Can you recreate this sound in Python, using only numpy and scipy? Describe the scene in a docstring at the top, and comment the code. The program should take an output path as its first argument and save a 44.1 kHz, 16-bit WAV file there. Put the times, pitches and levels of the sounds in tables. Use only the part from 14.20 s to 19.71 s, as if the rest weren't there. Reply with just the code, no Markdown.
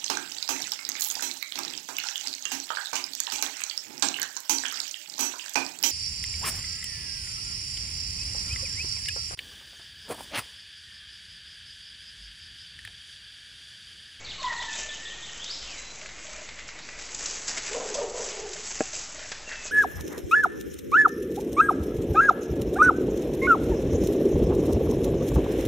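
"""Over a low hum, hiss and fading far rumble, a small dog pushes through a dense juniper: grains of noise swish.
Hoarse far birds warble, a near thrush sings (gliding sines) and a small dog yaps far off (pulses and breath).
A camera's lens motor buzzes and rattles, far birds whistle, twigs snap (noise bursts); then a big dog barks far off.
Late on, knocks ring the camera's case (damped modes) and paws scuff the lawn edge (gritty noise).
The garden echoes birds, dogs and twigs (noise tails)."""
import sys
import numpy as np
from scipy import signal
from scipy.io import wavfile
from scipy.ndimage import uniform_filter1d

SR = 44100
rng = np.random.default_rng(int(sys.argv[2]) if len(sys.argv) > 2 else 0)


def put_to_file(sound):
    """Save the sound as 16-bit audio at rate SR, in the file named by the first command-line argument."""
    columns = np.atleast_2d(sound).T  # one column per channel
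    safe = np.clip(columns, -1, 1)
    whole_steps = np.round(safe * 32767)
    wavfile.write(sys.argv[1], SR, whole_steps.astype(np.int16))


N = 242986
TIME = np.arange(N) / SR   # s


def amp(db):
    """Amplitude ratio of a level in dB."""
    return np.exp(np.asarray(db) * np.log(10) / 20)


def unit(x):
    """Scale to rms 1."""
    return x / np.sqrt(np.mean(x ** 2) + 1e-20)


def columns(rows, start_s=0, fade_s=0.0023):
    """Columns over time, and a gate that is open only inside the table."""
    s, *values = np.transpose(rows)
    s = s + start_s
    gate = np.clip(np.minimum(TIME - s[0], s[-1] - TIME) / fade_s, 0, 1)
    return [np.interp(TIME, s, v) for v in values] + [gate]


def drift(rate_hz):
    """Random wander of spread 1: straight lines between random knots."""
    knots = rng.standard_normal(int(rate_hz * N / SR) + 2)
    return np.interp(TIME * rate_hz, np.arange(len(knots)), knots) * 1.22


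def resonate(x, hz, width_hz):
    """Two-pole resonance with gain 1 on top."""
    r = np.exp(-np.pi * width_hz / SR)
    poles = [1, -2 * r * np.cos(2 * np.pi * hz / SR), r * r]
    return signal.lfilter(np.array([1, 0, -1]) * (1 - r * r) / 2, poles, x)


def colour(sources, spectrum, patchiness):
    """Third-octave bands of two sources dealt in turn, each band flickering; rms 1."""
    out, together, points = 0, drift(10), np.array(spectrum)
    edges_hz = 18 * 2 ** np.arange(0, 9.1, 1 / 3)
    for k, (low, high) in enumerate(zip(edges_hz, edges_hz[1:])):
        centre = np.log(low * high) / 2
        level_db = np.interp(centre, np.log(points[:, 0]), points[:, 1], left=-90)
        if level_db > -80:
            bandpass = signal.butter(2, [low, high], "band", fs=SR, output="sos")
            band = signal.sosfilt(bandpass, sources[k % 2])
            flicker_db = patchiness * (0.28 * together + drift(20))
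            out = out + band * amp(level_db + flicker_db)
    return unit(out)


def grains(per_s, spread_db):
    """Two trains of tiny random contacts of uneven size, sharing their moments."""
    hits = rng.random(N) < per_s / SR
    sizes = amp(spread_db * np.minimum(rng.exponential(1, N), 5)) * hits
    envelope = uniform_filter1d(sizes, size=12) + 0.17 * np.mean(sizes)
    return envelope * rng.standard_normal((2, N))


def swells(rows):
    """Humps of gain that rise to a peak and fall at constant dB/s, added in power."""
    power = 0
    for peak_s, db, up_s, down_s in rows:   # up_s, down_s: time per 10 dB
        rise = (peak_s - TIME) / max(up_s, .005)
        fall = (TIME - peak_s) / max(down_s, .005)
        power = power + amp(db - 10 * np.maximum(rise, fall)) ** 2
    return np.sqrt(power)


def burst(s, t60_s, noise, rise_s):
    """Noise that swells from s and dies away."""
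    after = np.clip(TIME - s, 0, 1)
    return noise * np.clip(after / rise_s, 0, 1) * amp(-60 * after / max(t60_s, .005))


def whistle(rows, start_s=0, gain_db=0, waver=.004, flutter_db=7.0, pace_hz=55):
    """A near sine that wavers in pitch (share) and level."""
    hz, level_db, gate = columns(rows, start_s, fade_s=0.0012)
    phase = 2 * np.pi * np.cumsum(hz * (1 + waver * drift(pace_hz))) / SR
    level_db = level_db + gain_db + flutter_db * drift(pace_hz)
    return np.sqrt(2) * gate * amp(level_db) * np.sin(phase)


def strokes(rows, **voice):
    """Each stroke glides evenly in pitch, swells over its first 3 % and holds."""
    share, shape_db = np.array([0, .03, 1]), np.array([-30, 0, 0])
    return sum(whistle(np.c_[s + share * length, first + share * (last - first), db + shape_db], **voice)
               for s, length, first, last, db in rows)


def bark(rows, throat, jitter, roughness, flutter, start_s=0, top_hz=1, gain_db=0):
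    """Jittered pulses and gated breath through throat resonances; an open mouth lifts the upper ones."""
    pitch, level_db, mouth, gate = columns(rows, start_s)
    cycle = np.cumsum(top_hz * pitch * (1 + jitter * drift(150))) / SR % 1
    pulses = unit(np.exp(-9 * cycle) - 1 / 9)
    breath = rng.standard_normal(N) * (cycle < .5)
    breath_share = roughness * np.clip(.5 + .6 * mouth, 0, .85)   # a closing mouth sounds clearer
    source = (1 - breath_share) * pulses + breath_share * breath
    (low_hz, low_width_hz, _), *upper = throat
    low = resonate(resonate(source, low_hz, low_width_hz), low_hz, low_width_hz)
    high = sum(amp(db) * resonate(resonate(source, f, w), f, w) for f, w, db in upper)
    voice = low + 2 * np.clip(mouth, 0, 1) * high
    voice = voice / np.sqrt(uniform_filter1d(voice ** 2, size=2000) + 1e-9)   # even out before the envelope
    flutter_db = flutter * np.clip(2 * mouth, 0, 1) * np.clip(drift(130), -2, .5)
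    return voice * gate * amp(level_db + gain_db + flutter_db)


def background():
    """Distant air and hiss, a far rumble dying at 16.5 dB/s, a wavering hum: coloured and resonated noise."""
    # distant air and hiss: f/Hz, density/dB per Hz (relative)
    air_spectrum = [(12, -29), (20, -0.5), (29, -8), (48, -3), (80, -20), (125, -14), (378, -16.5),
                    (577, -15), (1560, -18), (1820, -16), (2450, -15.5), (3560, -18), (7150, -20),
                    (7700, -10.5), (10000, -52), (16900, -120)]
    # hum: f/Hz, width/Hz, rms/dB
    hum_bands = [(53, 10, -61), (103, 8, -70)]
    air = amp(-45.5) * colour(rng.standard_normal((2, N)), air_spectrum, patchiness=1.77)
    rumble = amp(-55.5 - 16.5 * TIME) * unit(resonate(rng.standard_normal(N), 94, 12))
    hum = sum(amp(db) * unit(resonate(rng.standard_normal(N), hz, width)) for hz, width, db in hum_bands)
    return air + rumble + hum


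def bush():
    """One train of small contacts shakes needles (fine, bright) and thicker branches (lower)."""
    # steady stirring: t/s, level/dB
    stirring = [(0, -58.5), (0.45, -43.5), (0.95, -45.5), (1.6, -44), (1.95, -50.5), (2.45, -75),
                (2.72, -52), (2.9, -51), (3.2, -46), (3.65, -41), (3.88, -52), (4.1, -36.5), (4.3, -39),
                (4.68, -39.5), (4.92, -51), (5.12, -41.5), (5.2, -64), (5.51, -42)]
    # shoves against a spray of needles: peak t/s, level/dB, swell/s per 10 dB, fade/s per 10 dB
    shoves = [(0.23, -45.5, 0.035, 0.069), (0.61, -34.5, 0.083, 0.065), (1.17, -41.5, 0.072, 0.05),
              (2.1, -42, 0.16, 0.36), (2.85, -40, 0.1, 0.064), (2.95, -41, 0.021, 0.037),
              (3.06, -33, 0.11, 0.24), (3.29, -28.5, 0.03, 0.062), (3.38, -30.5, 0.052, 0.034),
              (3.475, -33, 0.043, 0.09), (3.56, -37.5, 0.06, 0.095), (3.75, -33, 0.077, 0.077),
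              (3.97, -36.5, .03, 0.23), (4.45, -38.5, 0.054, 1), (4.75, -29, 0.015, 0.079),
              (5.38, -41.5, 0.22, 0.026), (5.48, -34, 0.043, 0.013)]
    # needles, then branches: f/Hz, density/dB per Hz (relative)
    needle_spectrum = [(2500, -13), (3800, -36), (4800, -5), (6500, 1.5), (7800, -2), (9000, 5)]
    branch_spectrum = [(150, -13.5), (500, -8), (1000, -11.5), (1700, -6), (2600, -8.5), (4000, -11.5),
                       (6000, -18)]
    # branches in the mix: t/s, level/dB
    branch_share = [(0, -8), (3.5, -6), (4.1, -7), (5.51, -13.5)]
    stir_db, _ = columns(stirring)
    swish = np.hypot(amp(stir_db), swells(shoves))
    contacts = grains(5000, 1.6) * amp(1.4 * drift(45))
    needles = colour(contacts, needle_spectrum, patchiness=1.96)
    branches = colour(contacts, branch_spectrum, patchiness=1.5)
    branch_db, _ = columns(branch_share)
    return swish * (amp(-1.5) * needles + amp(branch_db) * branches)


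def hoarse_warble():
    """Birds farther still: gliding sines, hoarse from fast pitch waver."""
    # strokes: t/s, length/s, first f/Hz, last f/Hz, level/dB
    warble = [(-.03, 0.16, 2240, 2210, -49), (.48, 0.2, 2595, 2593, -46.5),
              (1.41, 0.078, 3580, 3430, -48.5), (1.41, 0.059, 3150, 2985, -45),
              (1.47, 0.12, 2826, 2050, -47.5), (1.54, 0.063, 2086, 2000, -51.5),
              (1.82, 0.29, 1966, 2280, -55), (2.1, 0.11, 2286, 2384, -49), (2.24, .22, 2220, 2025, -53),
              (2.5, 0.1, 2090, 2215, -52), (2.62, 0.15, 2450, 2360, -53), (5.335, 0.057, 1783, 2020, -47.5)]
    return strokes(warble, waver=.022, flutter_db=3.5, pace_hz=140)


def thrush():
    """Three motifs of gliding sines, each sung from its template."""
    # motif strokes: t after start/s, length/s, first f/Hz, last f/Hz, relative level/dB
    zigzag = [(0, 0.023, 4630, 3500, -4.5), (.016, 0.019, 3560, 4300, -10), (.038, 0.02, 3400, 4100, -3.5),
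              (.05, 0.0098, 4100, 5200, -7), (.057, 0.018, 3750, 2820, -1.5)]
    dip = [(0, 0.0142, 3700, 3270, -9.5), (.015, 0.0215, 3300, 3930, -12), (.048, .014, 2900, 3300, -15),
           (.06, 0.0153, 3270, 2880, -11)]
    flourish = [(.005, 0.022, 2960, 3360, -7), (.03, 0.016, 3620, 3320, -2.5),
                (.068, 0.0135, 3400, 3790, -5.5), (.086, 0.029, 3600, 4450, -6.5),
                (.105, 0.0189, 4170, 5210, 2), (.119, 0.01275, 5100, 5650, -7)]
    # when each motif is sung: t/s, level/dB
    zigzag_starts = [(0.046, -34.5), (0.199, -33), (.358, -34.5)]
    dip_starts = [(.526, -26), (0.688, -27.5), (.852, -27), (1.023, -27.5)]
    flourish_starts = [(1.191, -32)]
    songs = [(zigzag, zigzag_starts), (dip, dip_starts), (flourish, flourish_starts)]
    return sum(strokes(motif, start_s=s, gain_db=db, waver=0.008, flutter_db=1.5, pace_hz=200)
               for motif, starts in songs for s, db in starts)


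def small_dog():
    """One high yap through a small throat."""
    # yap: t/s, pitch/Hz, level/dB, mouth opening/0-1
    yap = [(.18, 1070, -49, 0.2), (.234, 1062, -43, 0), (.241, 1027, -28.5, 0.24), (.26, 1019, -34, 0.2),
           (.31, 961, -33.5, 0.95), (.345, 926.4, -38, 0.6), (.385, 951, -38.5, 0.64),
           (.44, 912, -44.5, 0.47), (.52, 897, -60.5, 0.35)]
    # throat resonances: f/Hz, width/Hz, level/dB
    small_throat = [(1010, 340, 0), (810, 140, -6), (1350, 90, -3), (1900, 300, 0.5)]
    return bark(yap, small_throat, jitter=.03, roughness=0.8, flutter=6)


def lens():
    """Each motor step is a tonal buzz (an impulse into a resonance), then a gear rattle (a noise burst)."""
    # runs of steps: first t/s, last t/s, spacing/s, buzz level/dB, rattle level/dB
    runs = [(0.217, 0.416, .1, -47.5, -28), (0.551, 0.684, .033, -51.5, -39),
            (1.818, 1.848, .033, -49.5, -33.5), (1.878, 1.979, .1, -60, -33.5),
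            (2.05, 2.215, .033, -50.5, -38.5), (2.278, 2.677, .1, -60, -30.5), (2.779, 2.878, .1, -58, -32),
            (4.353, 4.353, .1, -46, -32), (4.733, 4.733, .1, -45, -45), (4.889, 4.889, .1, -53, -41),
            (4.947, 5.047, .033, -50.5, -34.5), (5.28, 5.345, .066, -53, -32),
            (5.414, 5.452, .036, -51.5, -34)]
    buzz_hz, rattle_lag_s, step_spread_db = 615, 0.0105, 1.5
    noise, buzz, rattle = rng.standard_normal(N), np.zeros(N), np.zeros(N)
    for first, last, spacing, buzz_db, rattle_db in runs:
        for s in np.linspace(first, last, round((last - first) / spacing) + 1):
            buzz_off_db, rattle_off_db = step_spread_db * rng.standard_normal(2)
            buzz[round(s * SR)] = amp(buzz_db + buzz_off_db)
            step = burst(s + rattle_lag_s, 0.059, noise, rise_s=0.00087)
            rattle += amp(rattle_db + rattle_off_db) * step
    buzz = resonate(resonate(buzz, buzz_hz, 75), buzz_hz, 75) * amp(55.5)   # make up the filters' loss
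    return buzz + 1.7 * resonate(rattle, 1920, 1020) + 0.53 * resonate(rattle, 3700, 4800)


def far_whistles():
    """Clear far birds: gliding sines with a slight waver."""
    # strokes: t/s, length/s, first f/Hz, last f/Hz, level/dB
    whistles = [(.47, 0.38, 1772, 1776, -47.5), (.68, 0.063, 2070, 2040, -54), (.74, 0.36, 1913, 1840, -52),
                (1.57, .15, 3960, 4020, -56), (2.68, 0.14, 1970, 1982, -57.5),
                (5.25, 0.33, 2764, 2424, -50)]
    return strokes(whistles, waver=0.006, flutter_db=3.3, pace_hz=50)


def snaps():
    """Each twig snap or scrape is a short broad noise crack coloured around its centre."""
    # snaps: t/s, level/dB, centre f/Hz
    twigs = [(0.5295, -24.5, 7200), (1.2427, -25.5, 4600), (1.815, -33, 2180), (2.0676, -37, 2620),
             (2.4793, -31, 5900), (2.733, -41, 2000), (2.9467, -21.5, 6800), (2.989, -25, 6140),
             (3.058, -14, 7070), (3.28, -15, 6640), (3.3752, -24, 2200), (3.464, -23.5, 6900),
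             (3.7424, -17, 7300), (3.7455, -33, 6300), (3.75, -28, 6260), (3.7576, -33, 5300),
             (3.896, -27.5, 7360), (4.046, -24.5, 6500), (4.291, -29, 6860), (4.3337, -21.5, 6450),
             (4.732, -24, 6300), (5.119, -23.5, 1820), (5.117, -27, 4800), (5.3222, -27.5, 1720),
             (5.469, -31.5, 6000)]
    noise = rng.standard_normal(N)
    out = np.zeros(N)
    for s, level_db, hz in twigs:
        crack = burst(s - .001, .04, noise, rise_s=.001)
        crack = resonate(crack, hz, .5 * hz) + 0.044 * crack
        out += amp(level_db + 1.5) * crack / np.abs(crack).max()
    return out


def big_dog():
    """A volley of deep barks, one template varied in pitch, pitch swing, level and mouth opening."""
    # one bark: t after start/s, pitch/share of top, relative level/dB, mouth opening/0-1
    woof = [(0, .68, -9, 0.32), (.035, .85, -4.5, 1), (.07, 1, -1.5, 0.75), (.095, .8, -5.5, 0.83),
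            (.15, .7, -9, .3), (.22, 0.66, -19, .1)]
    # volley: t/s, top pitch/Hz, pitch swing/0-1, level/dB, mouth scale/0-1
    woofs = [(3.51, 490, .3, -30.5, 0.8), (3.72, 588.6, 0.99, -30, 1), (3.914, 550, 0.99, -33, 0.85),
             (4.1, 460, .3, -39, 0.8), (4.17, 431.8, .3, -36, 0.2)]
    # throat resonances: f/Hz, width/Hz, level/dB (unused in the first row)
    big_throat = [(440, 300, 0), (283, 130, -9), (600, 225, -0.5), (883, 230, -14)]
    volley = 0
    for s, top_hz, swing, db, mouth in woofs:
        rows = np.power(woof, [1, swing, 1, 1]) * [1, 1, 1, mouth]
        volley = volley + bark(rows, big_throat, jitter=.06, roughness=.92, flutter=3.5,
                               start_s=s, top_hz=top_hz, gain_db=db)
    return volley


def knock():
    """A soft blow, a smooth push about as long as the contact, rings the modes of the plastic case."""
    # knock and its rebounds, then three light taps: t/s, level/dB, contact/ms
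    blows = [(4.6064, -9.5, 0.46), (4.61, -12.5, 0.48), (4.613, -18.5, 0.57), (5.117, -33, 0.21),
             (5.277, -34.5, .3), (5.454, -35, 0.51)]
    # case modes: f/Hz, level/dB, t60/s
    case_modes = [(247, -22, 0.059), (457, -4.5, 0.03), (638, -4.5, 0.022), (763, -20.5, 0.085),
                  (1630, -1, 0.0035), (2530, -3.5, 0.006)]
    pushes = np.zeros(N) + 1e-18
    for s, level_db, contact_ms in blows:
        push = np.hanning(round(contact_ms * SR / 1000) + 3)
        pushes[round(s * SR):][:len(push)] = -amp(level_db) * push / push.sum()
    pushes = signal.sosfilt(signal.butter(2, 130, "high", fs=SR, output="sos"), pushes)
    out = 0
    for hz, level_db, t60_s in case_modes:
        r, w = amp(-60 / (t60_s * SR)), 2 * np.pi * hz / SR
        out = out + signal.lfilter([0, amp(level_db) * np.sin(w)], [1, -2 * r * np.cos(w), r * r], pushes)
    return out


def paws():
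    """Paws scuff grass and paving: gritty grains in a mid band."""
    # scuffs: peak t/s, level/dB, swell/s per 10 dB, fade/s per 10 dB
    scuffs = [(5.04, -46, .07, 0.087), (5.325, -32.5, 0.02, 0.024)]
    grit = grains(9000, 2.8)[0]
    mid = resonate(resonate(grit, 1740, 550), 1670, 640)
    return swells(scuffs) * unit(mid + 0.21 * resonate(grit, 550, 500))


def garden(x, t60_s):
    """Scattered echoes from trees and walls: a dying noise tail of unit energy."""
    t = TIME[:SR]
    tail = rng.standard_normal(SR) * amp(-60 * t / t60_s) * np.clip(t / 0.001, 0, 1)
    return signal.fftconvolve(x, tail / np.linalg.norm(tail))[:N]


def scene():
    """Direct sounds plus garden echoes, the same in both channels."""
    hoarse, near, far = hoarse_warble(), thrush(), far_whistles()
    barks, twigs = small_dog() + big_dog(), snaps()
    direct = amp(-3.5) * near + far + amp(-4.5) * hoarse + amp(-0.5) * barks + twigs
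    garden_t60_s, bark_t60_s = 0.87, 0.67   # low echoes die sooner
    # moving leaves smear the echoes: random gain on what feeds them
    bird_scatter, bark_scatter = drift(900), drift(110)
    echoes = garden(amp(-1.0) * far + amp(-3) * twigs, garden_t60_s)
    echoes += garden(amp(-2.0) * barks * bark_scatter, bark_t60_s)
    echoes += garden((amp(-2.0) * near + amp(-1.0) * hoarse) * bird_scatter, garden_t60_s)
    mono = direct + echoes + background() + bush() + lens() + knock() + paws()
    return np.array([mono, mono])


def record(dry):
    """One microphone sampled at a low rate: a faint mirror image sits above the edge; a small offset."""
    edge_hz, mirror_hz, cutoff_hz, offset = 7980, 16000, 11300, -0.0036
    band = signal.sosfilt(signal.ellip(12, .3, 80, edge_hz - 150, fs=SR, output="sos"), dry)
    image = amp(-32.5) * band * np.cos(2 * np.pi * mirror_hz * TIME)
    image = signal.sosfilt(signal.butter(8, edge_hz, "high", fs=SR, output="sos"), image)
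    lowpass = signal.ellip(10, .5, 60, cutoff_hz, fs=SR, output="sos")
    return signal.sosfilt(lowpass, band + image) + offset


dry = scene()
out = record(dry)
put_to_file(out)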